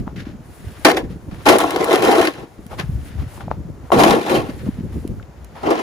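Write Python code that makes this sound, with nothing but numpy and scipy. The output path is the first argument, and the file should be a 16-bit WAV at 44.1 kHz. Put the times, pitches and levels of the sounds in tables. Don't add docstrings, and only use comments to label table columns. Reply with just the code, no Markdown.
import sys
import numpy as np
from scipy import signal
from scipy.fft import rfft, irfft, next_fast_len
from scipy.io import wavfile

SR = 44100
rng = np.random.default_rng(int(sys.argv[2]) if len(sys.argv) > 2 else 0)


def store_pcm(level_fs):
    pcm = np.round(np.clip(level_fs, -1, 1) * 32767).astype(np.int16)
    wavfile.write(sys.argv[1], SR, np.atleast_2d(pcm).T)


N = 256662
TIME_S = np.arange(N) / SR
HZ = np.maximum(np.fft.rfftfreq(next_fast_len(N), 1 / SR), 1)

# time_s, low_db, hollow_above_low_db, grit_above_low_db
SLIDE_STROKES = [
    [(0.849, -6.5, -10, -1.5), (0.881, -13.5, 3, -8), (0.915, -15.5, -7.5, -8), (0.955, -23, -21, -31),
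     (0.973, -22.5, -5, -2), (1.033, -33, -15, -22), (1.07, -43, -20, -35)],
    [(1.456, -14.5, -3, -7), (1.486, -6, -6.5, -12), (1.55, -10, -6, -13), (1.574, -20, -5, -12.5),
     (1.768, -25, -3.5, -10.5), (1.8, -19, -6.5, -17.5), (1.888, -20, -4, -11), (1.928, -12.5, -7, -12),
     (2.014, -15.5, -9, -16.5), (2.04, -11.5, -5.5, -12), (2.19, -13, -5.5, -11.5),
     (2.286, -21.5, -7, -8.5), (2.328, -44, -4, 0), (2.43, -30.5, -8, -17.5), (2.48, -58, -9, -10)],
    [(3.919, -12.5, -1, -15), (3.97, -14, -7.5, -17), (4.0, -12, -1, -8.5), (4.109, -11.5, -5, -9.5),
     (4.169, -15.5, -7, -18), (4.2, -22, -8, -10.5), (4.231, -32, -1, -5), (4.31, -19, -6.5, -10.5),
     (4.367, -14.5, -8.5, -13), (4.445, -33, -6, -11.5), (4.5, -29.5, -11, -16), (4.56, -57, 0, -5)],
    [(5.632, -24.5, -0.5, -19), (5.674, -15.5, -6, -19), (5.72, -16.5, -5.5, -15.5),
     (5.762, -23.5, -5, -12.5), (5.82, -22.5, -5.5, -11)],
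]
# load_above_low_db, fizz_above_grit_db
STROKE_COLOUR = [(-14.5, -10), (-20.5, -9.5), (-7.5, -9.5), (-14.5, -15.5)]
# start_s, low_db, hollow_above_low_db, grit_above_low_db, t60_s
EDGE_BITES = [(0.85, 3.5, -6.5, -3, 0.016), (0.917, -7.5, -24, -4, 0.012), (0.965, -10, -5, -17, 0.078),
              (1.465, -4, 3.5, -8, 0.03), (1.487, -4, 0, 4.5, 0.092), (1.602, -10, -3, -0.5, 0.13),
              (1.639, -8.5, 9, -21, 0.02), (1.761, -5.5, -5, -6, 0.017), (1.797, -10, -12, -34, 0.055),
              (1.929, 2.5, -3.5, -12, 0.042), (2.213, -13.5, -10, 1, 0.037), (3.919, 4, 1, -19, 0.06),
              (3.987, -1.5, -1, -12.5, 0.15), (4.036, 1, 4.5, -1, 0.024), (4.264, -13.5, 0, -13, 0.039),
              (4.295, -4.5, -5, -14, 0.15), (4.351, -13, -19, -9, 0.047), (5.633, -19, -2, -35, 0.034),
              (5.664, -26, -14, -32, 0.064), (5.705, 2, -14, -19, 0.08)]
# start_s, level_db, fizz_above_level_db
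ICE_CHIPS = [(0.946, -20, -22), (1.313, -41, -19), (1.345, -36, -18), (1.5854, -16, 17.5), (1.7065, -16, 5),
             (1.8431, -14.5, 9), (1.9103, -16, -14), (1.9574, -5, -4), (1.9754, -25, -21), (2.0233, -12, 0),
             (2.0497, -16, 0), (2.251, -9, -3), (2.2722, -6, -10), (2.6653, -37.5, 10), (2.796, -14.5, -3),
             (2.799, -12.5, -25), (3.5124, -35, -25), (5.0768, -36.5, 12.5), (5.2273, -35, -31),
             (5.445, -43.5, 17)]
# pitch_hz, width_hz, level_db
BLADE_MODES = [(274.3, 48, -15.5), (322.4, 45, -7), (382, 104, -7), (481.7, 43.4, -10), (545, 55, -15.5),
               (663.3, 36, -7), (729, 97, -5.5), (807.4, 101, -4), (974, 91, -10), (1087, 74, -10),
               (1215, 72, -18), (1312, 110, -10.5), (1356, 180, -12.5), (1704, 27, -13), (1810, 50, -16.5),
               (2080, 150, -7.5), (2490, 114, -16.5), (2695, 116, -12.5), (3116, 200, -13),
               (3436, 340, -12.5), (4045, 270, -16.5), (4610, 250, -17)]
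# frequency_hz, density_db
GRIT_SPECTRUM = [(700, -16), (1400, 13.5), (2300, 6), (3900, -17), (5500, -1.5), (7000, -14), (9000, -33)]
# frequency_hz, density_db
FIZZ_SPECTRUM = [(4500, -5), (6500, -5), (8500, 4), (11000, 0), (15500, -5)]
# frequency_hz, density_db
LOAD_SPECTRUM = [(80, -41), (140, 3), (200, 9), (250, 13), (400, -45)]
# full_turn_hz, steepness (exponent)
LEFT_LEAD = [(4600, 2.0), (4000, 1.6), (2600, 1.7), (3300, 1.0)]
# delay_s, level_db
ECHOES = [(.011, -15), (.034, -20), (.071, -25)]
# start_s, level_db, settled_pitch_hz, decay_cycles
KNOCKS = [(0.078, -10, 940, 1), (1.603, -2.5, 970, 1.7), (1.76, -7, 740, 1.9), (2.73, -18, 775, 1.4),
          (3.377, -20, 900, 1.2), (3.408, -14.5, 1240, 1), (3.481, -13.5, 700, 1.44), (3.514, 2, 815, 0.89),
          (3.904, -6, 750, 1.1), (3.919, -2.5, 990, 4.0), (4.666, -32, 834, 1.6), (5.044, -32, 740, 1.7),
          (5.198, -30, 1400, 3.6)]
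# time_s, crisp_db, hiss_above_crisp_db
RUSTLE_BED = [
    [(0.0, -45, -9), (0.022, -64, -32), (0.39, -63.5, -6), (0.504, -57.5, 3.5), (0.83, -47, -3.5)],
    [(1.08, -61, -11), (1.108, -51, -8), (1.182, -60, -4), (1.352, -60, 0), (1.44, -46.5, -4)],
    [(2.5, -59, -6), (2.684, -60.5, 3.5), (3.278, -51, -8.5), (3.63, -63, -11), (3.89, -66, 4)],
    [(4.55, -46.5, -5), (4.854, -57, -6), (5.028, -58, 1), (5.274, -64, -12), (5.6, -54, -8)],
]
# full_level_s, rise_s, hold_s, crisp_db, dull_above_crisp_db, hiss_above_crisp_db
SWISHES = [(0.071, 0.015, 0.0043, -54, 20, -27), (.161, .003, 0.046, -39, -14, -25),
           (0.256, 0.0079, 0.033, -49, -1, -32), (0.77, 0.12, 0.08, -64, 13, -13),
           (1.314, .005, 0.033, -49.5, 4.5, -20), (1.39, .01, 0.034, -67, 18, -18),
           (2.717, 0.026, 0.026, -47.5, 11.5, -10), (2.795, 0.029, 0.0043, -31, 2.5, -16),
           (3.057, 0.084, 0.03, -55, -19, 2), (3.182, 0.011, 0.048, -52, 7, -24.5),
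           (3.323, 0.088, 0.056, -58.5, 9.5, 9), (3.408, 0.016, 0.0061, -47, 12.5, -19),
           (3.505, .005, 0.013, -53.5, 20, -28), (3.848, 0.067, 0.11, -61.5, 12, -10),
           (4.662, 0.0054, 0.018, -62.5, 19.5, -19), (4.925, .005, 0.034, -61, 11, 4),
           (5.556, 0.0082, 0.022, -51.5, 13, -12), (5.625, 0.037, .01, -48, 11, -24)]
# frequency_hz, density_db
CRISP_SPECTRUM = [(800, -17), (1400, 5.5), (1800, 6.5), (2400, 2), (3300, -1), (5000, -6.5), (8000, -17.5),
                  (15000, -22)]
# frequency_hz, density_db
DULL_SPECTRUM = [(250, -3.5), (500, 0.5), (900, -1.5), (1400, -6), (2500, -70)]
# time_s, rumble_db, flutter_above_rumble_db
WIND_LEVELS = [
    [(0.0, -31, 0.5), (0.568, -44.5, -0.5), (0.684, -35, -2.5), (0.746, -45, 2.5), (0.862, -33.5, -12),
     (0.89, -49, 2), (1.05, -33, -1), (1.218, -41.5, 6), (1.44, -34.5, -2.5)],
    [(1.9, -55, 15), (1.948, -45, 11), (2.514, -51.5, 6), (2.952, -23, -13), (3.086, -37, -2),
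     (3.212, -22.5, -9), (3.302, -37.5, -9.5), (3.518, -31.5, -2.5), (3.89, -40.5, -7.5)],
    [(4.05, -37, 14), (4.276, -52, -1), (4.306, -36, 1.5), (5.202, -30, -2), (5.336, -49, 2),
     (5.38, -38, -2.5), (5.612, -46, -1), (5.69, -37, -2), (5.82, -56, 8)],
]
# frequency_hz, density_db
RUMBLE_SPECTRUM = [(20, -25), (40, -7), (60, 11.5), (100, 4), (150, -4), (400, -48)]
# frequency_hz, density_db
FLUTTER_SPECTRUM = [(70, 1.5), (130, 4), (230, 0.5), (350, -6), (550, -17), (1000, -54.5)]
# start_s, level_db, pitch_hz
GUST_THUMPS = [(0.071, -17, 210), (0.268, -18, 250), (0.314, -33, 198), (0.389, -31, 178),
               (0.662, -18.5, 85), (1.276, -30, 198), (1.328, -21.5, 182), (2.66, -26, 194),
               (2.797, -18.5, 151), (2.835, -15.5, 122), (2.89, -12, 129), (2.947, -12, 100),
               (3.148, -20, 102), (3.183, -13, 61.3), (3.26, -20, 113), (3.471, -18.5, 173),
               (3.437, -23.5, 125), (3.534, -23, 129), (3.65, -21, 147), (4.49, -15, 252),
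               (4.621, -29, 200), (4.687, -7, 225), (4.785, -15.5, 178), (4.805, -15.5, 205),
               (4.916, -19.5, 77.4), (4.958, -24, 198), (5.05, -13, 297), (5.112, -23, 101)]
# frequency_hz, density_db
STREET_SPECTRUM = [(150, -18), (300, -2), (700, -5.5), (1500, -15), (3500, -30), (7000, -28), (10000, -36)]
# frequency_hz, left_lead_half_turns
PORT_PHASE = [(0, 0), (6600, 0), (8350, -1), (10200, -2), (12050, -3), (13900, -4), (15800, -5)]
# frequency_hz, left_over_right_db
PORT_BALANCE = [(60, 2.5), (150, -1), (380, 1.5), (950, 2), (2380, 1), (5980, 3), (15000, -1.5)]
# frequency_hz, likeness (0 to 1)
LIKENESS = [(60, 0.47), (250, 0.85), (600, 0.68), (1700, 0.38), (4000, 0.38), (6000, 0.41), (8000, 0.84),
            (15000, 1)]

BOWL_TOP_HZ, HOLLOW_TOP_HZ = 610, 1500
BLOW_DB = 10.5
CREST_DB = 13
CHIP_T60_S = .022
BITE_FIZZ_DB = -4.5
DULL_DB = -6
SWISH_FADE_DB_PER_S = 424
THUMP_CYCLES = 0.82
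THUMP_SIDE = .7
STREET_DB = -48
LOW_CUT_HZ, CUTOFF_HZ = 41, 15800
CEILING = 1.0


def shovel():
    bowl_db, hollow_db, grit_db = in_time(SLIDE_STROKES)
    load_db, fizz_db = stroke_colours()
    sliding = stroke_gate()
    judder, crunch = drift(36.0), drift(91)

    start_s, low_db, middle_db, bright_db, t60_s = np.transpose(EDGE_BITES)
    chip_s, chip_db, chip_fizz_db = np.transpose(ICE_CHIPS)
    every_s = np.r_[start_s, chip_s]
    every_t60_s = np.r_[t60_s, np.full(len(ICE_CHIPS), CHIP_T60_S)]
    bite_grit_db = low_db + bright_db
    hit_grit_db = np.r_[bite_grit_db, chip_db]
    hit_fizz_db = np.r_[bite_grit_db + BITE_FIZZ_DB, chip_db + chip_fizz_db]
    bowl, bowl_blows = dying(zip(start_s, low_db, t60_s))
    hollow, hollow_blows = dying(zip(start_s, low_db + middle_db, t60_s))
    grinding, edge_blows = dying(zip(every_s, hit_grit_db, every_t60_s))
    fizzing, _ = dying(zip(every_s, hit_fizz_db, every_t60_s))

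    bowl += sliding * from_db(bowl_db + 1.1 * judder)
    hollow += sliding * from_db(bowl_db + hollow_db + 1.2 * judder + 0.34 * crunch)
    grinding += sliding * from_db(bowl_db + grit_db + 0.93 * judder + 2.1 * crunch)
    fizzing += sliding * from_db(bowl_db + grit_db + fizz_db + 0.25 * judder + 1.85 * crunch)

    catches = grains(2500, spread_db=3.0)
    fine = grains(9000, spread_db=3.5)
    bowl_force = catches * bowl + bowl_blows
    hollow_force = catches * hollow + hollow_blows
    edge_force = fine * grinding + edge_blows
    body = blade(bowl_force, hollow_force, edge_force)
    grit = from_db(-3) * coloured(fine, GRIT_SPECTRUM) * grinding
    fizz = coloured(fine, FIZZ_SPECTRUM) * fizzing
    load_level = sliding * from_db(bowl_db + load_db + 2.0 * judder)
    load = coloured(noise(), LOAD_SPECTRUM) * load_level
    return body + grit + fizz + load


def blade(bowl, hollow, edge):
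    out = 0
    for k, (pitch_hz, width_hz, level_db) in enumerate(BLADE_MODES):
        force = bowl if pitch_hz < BOWL_TOP_HZ else hollow if pitch_hz < HOLLOW_TOP_HZ else edge
        radius = np.exp(-np.pi * width_hz / SR)
        sign = (-1) ** k
        gain = from_db(level_db) * (1 - radius ** 2) / 2 * sign / np.sqrt(width_hz / SR)
        poles = [1, -2 * radius * np.cos(2 * np.pi * pitch_hz / SR), radius ** 2]
        uneven_force = force * from_db(1.9 * drift(25))
        out = out + signal.lfilter([gain, 0, -gain], poles, uneven_force + 1e-18)
    return out


def stroke_gate():
    gate = 0
    for stroke in SLIDE_STROKES:
        first_s, last_s = stroke[0][0], stroke[-1][0]
        gate = gate + np.interp(TIME_S, [first_s - .002, first_s, last_s, last_s + .03], [0, 1, 1, 0])
    return gate


def stroke_colours():
    held = [[(stroke[0][0], *colour), (stroke[-1][0], *colour)]
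            for stroke, colour in zip(SLIDE_STROKES, STROKE_COLOUR)]
    return in_time(held)


def dying(rows):
    envelope, blows = np.zeros((2, N))
    for start_s, level_db, t60_s in rows:
        start = round(start_s * SR)
        t = np.arange(min(SR // 4, N - start)) / SR
        envelope[start:][:len(t)] += from_db(level_db - CREST_DB - 60 * t / max(t60_s, .004))
        blows[start] = from_db(level_db + BLOW_DB)
    return envelope, blows * [[1], [.3]]


def add_echoes(near):
    dull = signal.lfilter([.25], [1, -.75], near[::-1])
    for delay_s, level_db in ECHOES:
        delay = round(delay_s * SR)
        near[:, delay:] += from_db(level_db) * dull[:, :-delay]
    return near


def from_the_left(sound):
    edges = [0] + [round((stroke[0][0] - .02) * SR) for stroke in SLIDE_STROKES[1:]] + [N]
    out = sound.copy()
    for start, end, (full_turn_hz, steepness) in zip(edges, edges[1:], LEFT_LEAD):
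        turns = np.minimum(HZ / full_turn_hz, 1) ** steepness
        out[0, start:end] = shaped(sound[0], np.exp(2j * np.pi * turns))[start:end]
    return out


def taps():
    out = np.zeros(N)
    for start_s, level_db, pitch_hz, cycles in KNOCKS:
        turns = np.arange(SR // 50) * pitch_hz / SR
        decay = (1 - np.exp(-turns / 0.44)) * np.exp(-(turns / cycles) ** 1.53)
        sagging = turns + 0.11 * (1 - np.exp(-turns / 0.19))
        knock = from_db(level_db) * decay * np.sin(2 * np.pi * sagging)
        out[round(start_s * SR):][:len(turns)] += knock
    return out * [[1], [.35]]


def rustle():
    bed_db, bed_hiss_db = in_time(RUSTLE_BED)
    crisp, dull, hiss = from_db([bed_db, bed_db + DULL_DB, bed_db + bed_hiss_db])
    for full_s, rise_s, hold_s, crisp_db, dull_db, hiss_db in SWISHES:
        rise = np.clip(1 + (TIME_S - full_s) / rise_s, 0, 1) ** 2
        fade_db = SWISH_FADE_DB_PER_S * np.maximum(TIME_S - full_s - hold_s, 0)
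        swish = rise * from_db(crisp_db - fade_db)
        crisp = crisp + swish
        dull = dull + swish * from_db(dull_db)
        hiss = hiss + swish * from_db(hiss_db)
    clumps = from_db(1.7 * drift(23))
    crisp_grains = crisp * coloured(grains(9000, spread_db=3.0), CRISP_SPECTRUM)
    dull_grains = dull * coloured(grains(3000, spread_db=-1.0), DULL_SPECTRUM)
    treble = hiss * from_db(1.6 * drift(15.7)) * coloured(noise(), FIZZ_SPECTRUM)
    return clumps * (crisp_grains + dull_grains) + treble


def wind():
    rumble_db, flutter_db = in_time(WIND_LEVELS)
    lumps = drift(17.6)
    rumble = coloured(noise(), RUMBLE_SPECTRUM) * from_db(rumble_db + 0.5 * lumps)
    flutter_level = from_db(rumble_db + flutter_db + 5.2 * lumps + 2.55 * drift(30))
    flutter = coloured(noise(), FLUTTER_SPECTRUM) * flutter_level
    return rumble + flutter + thumps()


def thumps():
    out = np.zeros((2, N))
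    chances = rng.random((len(GUST_THUMPS), 2))
    for (start_s, level_db, pitch_hz), (phase, side) in zip(GUST_THUMPS, chances):
        turns = np.arange(SR // 8) * pitch_hz / SR
        age = turns / THUMP_CYCLES
        swell = age * np.exp(.5 - .5 * age ** 2)
        push = from_db(level_db) * swell * np.sin(2 * np.pi * (turns + phase))
        out[:, round(start_s * SR):][:, :len(turns)] += push * [[1], [THUMP_SIDE * (2 * side - 1)]]
    return out


def background():
    return from_db(STREET_DB) * coloured(noise(), STREET_SPECTRUM)


def pair(two):
    in_step = np.cos(2 * np.pi * np.interp(HZ, *np.transpose(PORT_PHASE)))
    alike = np.clip(at_hz(LIKENESS) + 0.11 * in_step * (HZ > PORT_PHASE[1][0]), 0, 1)
    shared, unshared = shaped(two, np.sqrt([1 + alike, 1 - alike]) / np.sqrt(2))
    return np.array([shared + unshared, shared - unshared])


def from_db(db):
    return 10 ** (np.asarray(db) / 20)


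def rms_one(x):
    return x / np.sqrt(np.mean(x ** 2) + 1e-20)


def noise():
    return rng.standard_normal((2, N))


def in_time(tables):
    time_s, *columns = np.concatenate(tables).T
    return [np.interp(TIME_S, time_s, column) for column in columns]


def at_hz(points):
    hz, value = np.transpose(points)
    return np.interp(np.log(HZ), np.log(hz), value)


def shaped(x, response):
    size = next_fast_len(N)
    return irfft(rfft(x, size) * response, size)[..., :N]


def coloured(x, spectrum):
    return rms_one(shaped(x, from_db(at_hz(spectrum))))


def drift(rate_hz):
    r = np.exp(-40 * np.pi * rate_hz / SR)
    slow = signal.lfilter([1], [1, -2 * r, r * r], rng.standard_normal(N // 20 + 2002))
    slow = slow[2000:]
    return np.interp(np.arange(N) / 20, np.arange(len(slow)), rms_one(slow))


def grains(per_s, spread_db):
    levels_db = spread_db * np.minimum(rng.exponential(1, (2, N)), 4)
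    sizes = from_db(levels_db) * rng.choice([-1, 1], (2, N))
    return rms_one(sizes * (rng.random((2, N)) < per_s / SR))


def scene():
    near = add_echoes(shovel())
    around = taps() + rustle() + wind() + background()
    return from_the_left(pair(near)) + pair(around)


def record(dry):
    lead = np.pi * np.interp(HZ, *np.transpose(PORT_PHASE))
    half = np.exp(.5j * lead) * from_db(at_hz(PORT_BALANCE) / 2)
    bass_filter = signal.butter(2, LOW_CUT_HZ, "high", fs=SR, output="sos")
    ports = shaped(signal.sosfilt(bass_filter, dry), np.array([half, 1 / half]))
    clipped = ports / (1 + np.abs(ports / CEILING) ** 12) ** (1 / 12)
    top_filter = signal.ellip(12, .5, 60, CUTOFF_HZ, fs=SR, output="sos")
    return signal.sosfilt(top_filter, clipped)


dry = scene()
out = record(dry)
store_pcm(out)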